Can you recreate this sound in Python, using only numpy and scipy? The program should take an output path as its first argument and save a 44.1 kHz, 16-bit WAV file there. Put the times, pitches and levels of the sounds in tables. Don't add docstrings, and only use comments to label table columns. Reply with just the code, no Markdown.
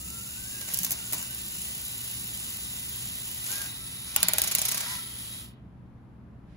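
import sys
import numpy as np
from scipy import signal
from scipy.fft import rfft, irfft, next_fast_len
from scipy.io import wavfile
from scipy.ndimage import uniform_filter1d, minimum_filter1d

SR = 44100
rng = np.random.default_rng(int(sys.argv[2]) if len(sys.argv) > 2 else 0)


def volts_from_decibels(level):
    exponent = np.asarray(level, float) / 20
    return 10 ** exponent


def put_to_file(sound):
    columns = np.atleast_2d(sound).T
    safe = np.clip(columns, -1, 1)
    whole_steps = np.round(safe * 32767)
    wavfile.write(sys.argv[1], SR, whole_steps.astype(np.int16))


N = 289501
T = np.arange(N) / SR


def unit(x):
    return x / np.sqrt(np.mean(x ** 2) + 1e-20)


def along(points, hz):
    f, v = np.transpose(points)
    return np.interp(np.log(hz + 1), np.log(f + 1), v)


def curves(rows):
    s, *cols = np.transpose(rows)
    return [np.interp(T, s, c) for c in cols]


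def wobble(rate):
    count = int(N * rate / SR) + 2
    return np.interp(T * rate, np.arange(count), rng.standard_normal(count))


def filtered(x, response):
    m = next_fast_len(N + 4096, True)
    return irfft(rfft(x, m) * response(np.fft.rfftfreq(m, 1 / SR)), m)[..., :N]


def modes(table):
    def response(f):
        total = 0
        for k, (centre, width, db) in enumerate(table):
            total = total + (-1) ** k * volts_from_decibels(db) * 1j * f * width / (centre * centre - f * f + 1j * f * width)
        return total
    return response


def coloured(x, spectrum):
    hz = np.linspace(0, SR / 2, 2000)
    power = np.mean(volts_from_decibels(along(spectrum, hz)) ** 2)
    return filtered(x, lambda f: volts_from_decibels(along(spectrum, f))) / np.sqrt(power)


def tone(hz, spread_hz, broken_db=13.0):
    strength = volts_from_decibels(broken_db * wobble(30))
    cycles = np.cumsum(hz + 1.5 * spread_hz * wobble(40)) / SR
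    return unit(strength * np.sin(2 * np.pi * cycles))


def grit(rough_db):
    drift_db = .7 * wobble(14)
    return unit(volts_from_decibels(rough_db * wobble(700) + drift_db) * rng.standard_normal((2, N)))


def ports(pair, alike, lead):
    # (frequency [Hz], left minus right level [dB])
    tilt = [(60, 4), (110, -5), (200, 2), (380, 2), (700, 2.5), (1290, 3), (2380, -1), (4400, -3.5),
            (8120, 0.5), (15000, 0.5)]

    def response(hz):
        turn = np.arccos(np.clip(along(alike, hz), -1, 1)) / 2
        half = np.exp(.5j * np.interp(hz, *np.transpose(lead))) * volts_from_decibels(along(tilt, hz) / 2)
        left = [np.cos(turn) * half, np.sin(turn) * half]
        right = [np.cos(turn) / half, -np.sin(turn) / half]
        return np.array([left, right])
    return filtered(pair[None], response).sum(axis=1)


def air():
    # (frequency [Hz], density [dB per Hz])
    air_spectrum = [(13, -60), (25, -16), (42, -20), (62, -1.5), (90, -10), (200, -8.5), (280, -15.5),
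                    (500, -27), (1000, -29), (1600, -36), (2500, -43.5), (5000, -55.5), (8500, -62.5),
                    (10500, -59), (11700, -61), (13000, -99)]
    # (frequency [Hz], coherence [0-1])
    air_alike = [(60, .92), (340, .85), (860, .3), (1500, .15), (7000, .15), (8600, .9), (10500, .5)]
    # (frequency [Hz], left lead [rad])
    air_lead = [(0, 0), (5000, 0), (7600, .8), (8600, 3.14), (9800, 5.7), (12000, 6.3)]
    # (frequency [Hz], level [dB], unsteadiness [Hz])
    mains = [(120.2, -54, 2.856), (180, -64, 6.8), (66.7, -76, 9.6)]
    # (time [s], level [dB])
    sleeve = [(6.36, -100), (6.44, -85), (6.5, -70), (6.56, -67)]
    # (frequency [Hz], density [dB per Hz])
    cloth = [(800, -23), (1600, 13.5), (4500, 2.5), (7000, -7.5), (11500, -8.5), (12500, -34.5)]
    # (time [s], frequency [Hz], level [dB], t60 [s])
    bumps = [
        (0.798, 179.8, -40.5, 0.65),
        (.9, 69.64, -51, 0.22),
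        (0.917, 282, -43.5, 0.11),
        (1.133, 299.4, -38, 0.061),
        (4.23, 180, -41, 0.45),
        (4.548, 174.6, -46, 0.98),
        (6.262, 197.4, -44, 0.069),
    ]
    rumble = volts_from_decibels(-49.5) * unit(coloured(rng.standard_normal((2, N)), air_spectrum))
    gusts = volts_from_decibels(0.64 * wobble(5.8)) - 1
    rumble = rumble + gusts * uniform_filter1d(rumble, size=40)
    rumble = rumble + volts_from_decibels(curves(sleeve)[0]) * coloured(rng.standard_normal((2, N)), cloth)
    hum = sum(volts_from_decibels(db) * tone(hz + 0 * T, spread, broken_db=-1.8) for hz, db, spread in mains)
    for s, hz, db, t60 in bumps:
        start = round(s * SR)
        age = T[:min(SR // 3, N - start)]
        swell = np.minimum(age / 0.007, 1)
        hum[start:][:len(age)] += volts_from_decibels(db - 60 * age / t60) * swell * np.sin(2 * np.pi * hz * age)
    whistle = volts_from_decibels(-78.5) * np.sin(2 * np.pi * 13230 * T) * [[1], [-1]]
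    return ports(rumble, air_alike, air_lead) + hum + whistle


def room(x):
    # (frequency [Hz], t60 [s])
    decay = [(300, 0.19), (2000, 0.64), (8000, 0.0221), (16000, 0.014)]
    hz, t, z = signal.stft(rng.standard_normal((2, SR // 3)), SR, nperseg=256)
    tail = signal.istft(z * volts_from_decibels(-60 * t / along(decay, hz)[:, None]), SR, nperseg=256)[1]
    delayed = np.pad(x, ((0, 0), (150, 0)))
    return signal.oaconvolve(delayed, tail / np.linalg.norm(tail[0]), axes=1)[:, :N]


def knocks():
    # (time [s], frequency [Hz], level [dB])
    box_rings = [(4.163, 820, -35), (4.163, 1450, -34), (4.231, 630, -36.5), (4.231, 1554, -32.5),
                 (4.286, 630, -38), (4.286, 980, -37), (4.286, 1477, -33), (4.336, 612, -35),
                 (4.336, 840, -39), (4.336, 1430, -35), (4.385, 630, -34.5), (4.385, 1610, -35.5),
                 (4.419, 603, -41), (4.44, 853, -44), (4.552, 583, -46), (4.586, 852, -41.5)]
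    rise_s, t60 = .003, .075
    box, age = np.zeros(N), T[:SR // 5]
    shape_db, swell = -60 * age / t60, np.minimum(age / rise_s, 1)
    for s, hz, db in box_rings:
        box[round(s * SR):][:len(age)] += volts_from_decibels(db + shape_db) * swell * np.sin(2 * np.pi * hz * age)
    return box * [[1], [0]]


def contacts(events, colour, scrape, t60, tail_db, tail_t60, frame_db, lumpy_db):
    # (frequency [Hz], width [Hz], level [dB])
    frame = [(690, 860, 0.5), (1500, 930, 8.5), (2470, 1400, 6), (3044, 1300, -5.5)]
    lead_in_s = .003
    crack, thump = np.zeros((2, N + 4096)), np.zeros((2, N + 4096))
    t = np.arange(4096) / SR - lead_in_s
    after = np.maximum(t - abs(scrape), 0)
    swell = volts_from_decibels(60 * np.minimum(t, 0) / 0.0046)
    shape = swell * (volts_from_decibels(-60 * after / t60) + volts_from_decibels(tail_db - 60 * after / tail_t60))
    for s, db, thump_db in events:
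        lumps = volts_from_decibels(lumpy_db * np.repeat(rng.standard_normal(128), 32))
        burst = shape * lumps * rng.standard_normal((2, 4096))
        burst = burst * np.linalg.norm(shape) / np.linalg.norm(burst, axis=1, keepdims=True)
        start = round((s - lead_in_s) * SR)
        crack[:, start:][:, :4096] += volts_from_decibels(db) * burst
        thump[:, start:][:, :4096] += volts_from_decibels(thump_db + frame_db) * burst
    return coloured(crack[:, :N], colour) + filtered(thump[:, :N], modes(frame))


def clatter():
    # (time [s], peak [dB], frame thump [dB])
    snap_events = [(.738, -23, -66), (.7401, -28, -59), (.7439, -19, -66), (.7511, -31, -64),
                   (.766, -37, -67), (.7729, -23, -69), (.7885, -19.5, -59), (.8039, -32, -51.5),
                   (.8195, -36, -61), (.833, -20.5, -56), (.8396, -30, -47), (.8477, -18.5, -63),
                   (.8505, -23.5, -51), (.8658, -29, -51), (.9084, -21, -47), (.9175, -21.5, -48),
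                   (.9201, -20.5, -56), (.9232, -28, -49), (.9276, -26, -49), (1.1247, -25, -45.5),
                   (1.1325, -19.5, -46), (1.1352, -26, -43.5), (1.1401, -27, -56), (1.1438, -28, -57),
                   (1.2275, -30.5, -47), (4.2049, -29.5, -48.5)]
    # (time [s], peak [dB],
    # frame thump [dB])
    rub_events = [(.6106, -35, -54), (.6146, -31, -51), (.6265, -38, -56.5), (.6805, -34, -49.5),
                  (.6874, -31, -45), (.7024, -37, -52), (.7222, -35, -62), (.7289, -37, -49),
                  (3.4643, -30, -47.5), (3.5151, -27.5, -54), (3.5265, -29, -56), (3.5572, -31, -51.5),
                  (3.6162, -33, -48)]
    # (time [s], peak [dB], frame thump [dB])
    blow_events = [
        (4.1631, -8.5, -29.5),
        (4.2304, -8, -30),
        (4.2853, -10, -31.5),
        (4.3353, -13, -31),
        (4.3839, -11.5, -30),
        (4.4183, -11.5, -41),
        (4.5514, -10.5, -55),
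    ]
    slip_times = [4.438, 4.473, 4.5127, 4.5829, 4.6154, 4.6514, 4.6829, 4.714, 4.744, 4.7726, 4.803, 4.8287,
                  4.859]
    # (time [s], peak [dB])
    tooth_events = [(4.395, -21.5), (4.4388, -18), (4.4447, -23.5), (4.4764, -18), (4.4819, -20),
                    (4.5132, -21), (4.5169, -19), (4.5224, -22.5), (4.5573, -20), (4.5848, -15.5),
                    (4.592, -18.5), (4.6172, -15), (4.6234, -22), (4.652, -20), (4.6546, -16.5),
                    (4.6589, -21), (4.684, -19), (4.687, -19.5), (4.691, -21.5), (4.7149, -20),
                    (4.7194, -19), (4.7225, -22.5), (4.7453, -21.5), (4.75, -23), (4.7743, -23),
                    (4.7787, -18), (4.8053, -23), (4.8077, -22), (4.813, -22.5)]
    # (frequency [Hz], density [dB per Hz])
    snap_colour = [(2000, -24), (5000, -9.5), (7000, -5), (10000, -4), (12200, 2), (13500, -5), (14800, -1),
                   (16100, -9.5), (16500, -42.5), (16900, -42)]
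    rub_colour = [(1500, -17.5), (3000, -9.5), (5500, -4), (7000, -1.5), (10000, 0), (13000, 0),
                  (16000, -18), (16600, -44)]
    clack_colour = [(1500, -26), (2800, -11), (4500, -9.5), (6300, -14), (7200, -2.5), (8500, -4),
                    (9900, -5.5), (11000, -3.5), (12200, -2), (13500, -9.5), (15000, 0.5), (16100, -16.5),
                    (16500, -34), (16900, -40)]
    tooth_colour = [(1500, -21), (3000, -10.5), (5000, -5.5), (7200, -1.5), (9000, 0), (11000, -3.5),
                    (15000, -1.5), (16100, -27), (16500, -40.5)]
    slips = [(s, -31.5 - 126 * (s - 4.52) ** 2, -46.5) for s in slip_times]
    teeth = [(s, db - 4.0, db - 37.0) for s, db in tooth_events]
    snaps = contacts(snap_events, snap_colour, scrape=.0007, t60=0.01104, tail_db=-31.5,
                     tail_t60=0.0409, frame_db=12, lumpy_db=3.0)
    rubs = contacts(rub_events, rub_colour, scrape=.0007, t60=0.028, tail_db=-25,
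                    tail_t60=0.044, frame_db=8, lumpy_db=2.0)
    blows = contacts(blow_events, clack_colour, scrape=.0004, t60=0.006, tail_db=-19,
                     tail_t60=0.05, frame_db=8, lumpy_db=1.5)
    caught = contacts(teeth, tooth_colour, scrape=.0007, t60=.013, tail_db=-20,
                      tail_t60=.03, frame_db=12, lumpy_db=1.2)
    scrapes = contacts(slips, tooth_colour, scrape=.009, t60=.012, tail_db=-22.5,
                       tail_t60=.04, frame_db=8.5, lumpy_db=4.5)
    return snaps + rubs + blows + caught + scrapes


def lift():
    # (start [s], stop [s], level at start [dB], level at stop [dB])
    surges = [
        (3.477, 3.752, -41.5, -52.5),
        (4.033, 5.018, -51.5, -43),
    ]
    # (frequency [Hz], density [dB per Hz])
    surge_hiss = [
        [(300, -30), (700, -9), (1500, -8), (2300, -9), (3500, -5), (5500, -4), (7300, -4), (8200, -6),
         (11000, 2), (13000, -4), (14500, -10), (15900, -10)],
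        [(300, -30), (700, -11), (1500, -7), (2300, -6), (3700, -2), (5500, -3), (7300, -3), (8400, -5),
         (11000, -3), (14500, -9), (15900, -12)],
    ]
    # (start [s], stop [s], frequency [Hz], level [dB], fade [dB per s])
    strain = [
        (3.485, 3.666, 1636, -48.5, 16),
        (4.866, 4.974, 1010, -49, 32),
        (4.868, 4.975, 1983, -48.5, 21.5),
    ]
    fade_s, release_s, edge_s, sag = .04, 0.092, .06, .2
    sound = np.zeros((2, N))
    for (start, stop, start_db, stop_db), hiss in zip(surges, surge_hiss):
        level_db = np.interp(T, [start, stop], [start_db, stop_db])
        fade = np.clip(np.minimum((T - start) / fade_s, (stop - T) / release_s), 0, 1)
        hum = volts_from_decibels(-9.0) * tone(135 + 0 * T, 9.8)
        gears = volts_from_decibels(7.5) * unit(coloured(grit(rough_db=3.0), hiss))
        sound += fade * volts_from_decibels(level_db) * (gears + hum)
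    for start, stop, hz, db, fade_db in strain:
        edge = np.clip(np.minimum(T - start, stop - T) / edge_s, 0, 1)
        pitch = hz * (1 - sag * ((stop - start) / 0.21) ** 2 * (1 - edge) ** 2)
        level = np.minimum(6 * edge, 1) * volts_from_decibels(db - fade_db * np.clip(T - start, 0, 1))
        sound += level * tone(pitch, 18, broken_db=-0.5)
    return sound


def spinner():
    # (time [s], level [dB], whine [Hz])
    spin = [(0, -48, 1253), (.2, -46.5, 1385), (.33, -47, 1419), (.47, -46.5, 1590), (.58, -45.5, 1632),
            (.67, -46.5, 1500), (.83, -41.5, 1720), (.96, -47.5, 1395), (1.22, -42, 1553), (1.3, -47, 1503),
            (1.45, -45.5, 1838), (3.4, -47.5, 1900), (3.55, -43.5, 1915), (3.68, -46, 1947),
            (3.76, -70, 1960)]
    # (frequency [Hz], density [dB per Hz])
    spin_hiss = [(400, -15.5), (1000, -24), (2400, -17.5), (2850, 2), (3400, -14), (6300, -5.5), (7400, 2),
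                 (8200, -6), (9000, -1), (10000, 0), (11400, -7), (12300, -0.5), (14300, -4.5),
                 (15800, -4.5)]
    level_db, whine_hz = curves(spin)
    on = T < spin[-1][0]
    turns = np.cumsum(whine_hz / 61) / SR
    throb = volts_from_decibels(0.66 * np.cos(2 * np.pi * turns) + 0.56 * np.cos(7 * np.pi * turns))
    hiss = unit(coloured(throb * grit(rough_db=2.5), spin_hiss))
    size = volts_from_decibels(2 * rng.standard_normal(int(turns[-1]) + 1))[turns.astype(int)]
    strike = size * volts_from_decibels(-60 * (turns % 1) / 0.23) * rng.standard_normal((2, N))
    tick_modes = modes([(12400, 660, 8.0), (13700, 1200, -3.5), (9460, 1300, -37.0)])
    ticks = unit(filtered(strike, tick_modes))
    ticking = (T > 1.3) * (T < 3.55)
    gears = volts_from_decibels(level_db + 7.5) * (hiss + volts_from_decibels(-6.5) * ticking * ticks)
    whine = tone(whine_hz, 30, broken_db=2.5) + volts_from_decibels(-4) * tone(2 * whine_hz, 40, broken_db=4)
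    shell = 1 / (1 + ((whine_hz - 1620) / 240) ** 2)
    whine_db = -55.5 - 9 * np.clip(T - .58, 0, 1)
    return on * (gears + volts_from_decibels(whine_db) * shell * whine)


def idle_motor():
    # (time [s], level [dB])
    idle = [(0, -45), (.5, -40.5), (3.45, -37), (3.72, -39), (4.2, -39), (4.9, -36), (5.05, -39),
            (5.36, -39.5)]
    # (frequency [Hz], width [Hz], level [dB])
    housing = [(750, 550, -17.5), (1900, 820, -14.5), (3106, 740, -1), (5600, 10000, -10), (7150, 236, 0),
               (9050, 450, 1.5), (11060, 560, 0.5), (13150, 800, -.5), (16000, 1400, -15)]
    # (frequency [Hz], level over the motor [dB], unsteadiness [Hz])
    gear_tones = [(1453, -30, 12)]
    # (frequency [Hz], level over the motor [dB], unsteadiness [Hz])
    rings = [(1995, -27, 16), (2550, -33, 30), (3900, -19.5, 35)]
    coast = np.maximum(T - 5.33, 0)
    level_db = curves(idle)[0] - 3600 * coast ** 3
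    speed = np.interp(T, (3.45, 3.72), (1, .916))
    speed = np.maximum(speed - 0.24 * coast, .5)
    load = np.clip(1 - speed, 0, .085) / .085
    tones = sum(volts_from_decibels(db) * tone(hz * speed, spread, 6.8) for hz, db, spread in gear_tones)
    tones = tones + sum(volts_from_decibels(db) * tone(hz + 0 * T, spread, 3.8) for hz, db, spread in rings)
    squeal = volts_from_decibels(-27 + 16 * load) * tone(10560 + 0 * T, 30, 2)
    tones = volts_from_decibels(3 * load) * tones + squeal
    tones = tones * volts_from_decibels(-70 * coast)
    return volts_from_decibels(level_db) * (unit(filtered(grit(rough_db=1.5), modes(housing))) + tones)


def scene():
    # (frequency [Hz], left lead [rad])
    motor_lead = [(100, 0), (1000, .6), (1800, 2.1), (2400, 1.6), (2900, 2.95), (3350, 3.35), (3750, 4.5),
                  (4400, 5.8), (5900, 6.3), (6700, 5.9), (8000, 3.5), (9100, 2.9), (10200, .4),
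                  (11600, -.3), (12800, -2.8), (14300, -3.5), (15200, -6)]
    hit_lead = [(100, 0), (1200, .5), (1900, -.2), (3100, 1.5), (5500, 2.9), (6200, 6), (10850, 0),
                (15750, -6.3)]
    # (frequency [Hz], coherence [0-1])
    motor_alike = [(300, .88), (1000, .68), (2000, .3), (2900, .67), (3300, .69), (3800, .35), (4800, .15),
                   (6500, .8), (7500, .75), (8500, .95), (9700, .7), (11000, .95), (12100, .72),
                   (13500, .97), (14800, .55), (15500, .93)]
    hit_alike = [(300, .9), (1000, .75), (1900, .35), (3000, .55), (6000, .3), (7000, .65), (8300, .85),
                 (9400, .7), (11300, .9), (12400, .6), (13400, .9), (14500, .7), (16000, .8)]
    # (time [s], share)
    ring_alike = [(0, .25), (.1, .4), (.38, .35), (.45, .1), (.56, .45), (.66, .2), (.75, 0), (.95, .3),
                  (1.15, .12), (3.4, .1), (3.55, 0), (3.8, .3), (4.05, .1), (4.15, -.1), (5.6, -.12)]
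    hits = clatter()
    motors = idle_motor() + spinner() + lift()
    motors = motors + room(volts_from_decibels(-9.5) * motors + volts_from_decibels(-5.5) * hits)
    motors = filtered(motors, lambda hz: np.clip((15800 - hz) / 120, 0, 1))
    ring = filtered(motors[1], lambda hz: np.exp(-((hz - 3150) / 380) ** 4))
    motors = motors - curves(ring_alike)[0] * ring * [[0], [1]]
    clutch = ports(hits + knocks(), hit_alike, hit_lead)
    return ports(motors, motor_alike, motor_lead) + clutch + air()


def thrifty_stereo(x, under_db):
    band_edges = [96, 108, 120, 132, 144, 160, 176, 196, 216, 240, 264, 292, *range(320, 1024, 32)]
    sharp_peak = .13
    pair = np.pad([x[0] + x[1], x[0] - x[1]], ((0, 0), (485, 0)))
    z = signal.stft(pair, window="cosine", nperseg=2048)[2]
    power = np.add.reduceat(abs(z) ** 2, band_edges, axis=1)
    keep = power > volts_from_decibels(2 * under_db) * power[::-1]
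    peak = -minimum_filter1d(-abs(pair).max(axis=0), size=1024)[::1024] / 2
    keep = keep | np.resize(peak > sharp_peak, z.shape[2])
    z[:, band_edges[0]:] *= np.repeat(keep, np.diff([*band_edges, z.shape[1]]), axis=1)
    mid, side = signal.istft(z, window="cosine", nperseg=2048)[1][:, 485:485 + N]
    return np.array([mid + side, mid - side]) / 2


def starved(x):
    # (frequency [Hz], level against the blow [dB])
    threshold = [(4000, -41), (7000, -32), (8600, -23), (10000, -26), (12000, -24), (13000, -18.5),
                 (17000, -18)]
    pair = np.pad([x[0] + x[1], x[0] - x[1]], ((0, 0), (933, 2048)))
    hz, _, z = signal.stft(pair, SR, window="cosine", nperseg=256)
    z = z[..., :z.shape[2] // 8 * 8]
    edges = np.arange(0, 129, 6)
    power = uniform_filter1d(np.add.reduceat(abs(z) ** 2, edges, axis=1), size=3, axis=2)
    blow = power.max(axis=0).reshape(len(edges), -1, 8).max(axis=2)
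    blow = np.maximum(blow, volts_from_decibels(-9) * np.roll(blow, 1, axis=1))
    need_db = along(threshold, hz[edges])[:, None] + 2.5 * rng.standard_normal((2,) + blow.shape)
    keep = power > np.repeat(volts_from_decibels(2 * need_db) * blow, 8, axis=2)
    z = z * np.repeat(keep, np.diff([*edges, len(hz)]), axis=1)
    mid, side = signal.istft(z, window="cosine", nperseg=256)[1][:, 933:933 + N]
    return np.array([mid + side, mid - side]) / 2


def low_pass(x):
    return signal.sosfilt(signal.butter(12, 16970, fs=SR, output="sos"), x)


def record(dry):
    peak = .9
    limited = dry / (1 + abs(dry / peak) ** 4) ** .25
    mix = starved(thrifty_stereo(limited, under_db=-6.5))
    return low_pass(mix)


dry = scene()
out = record(dry)
put_to_file(out)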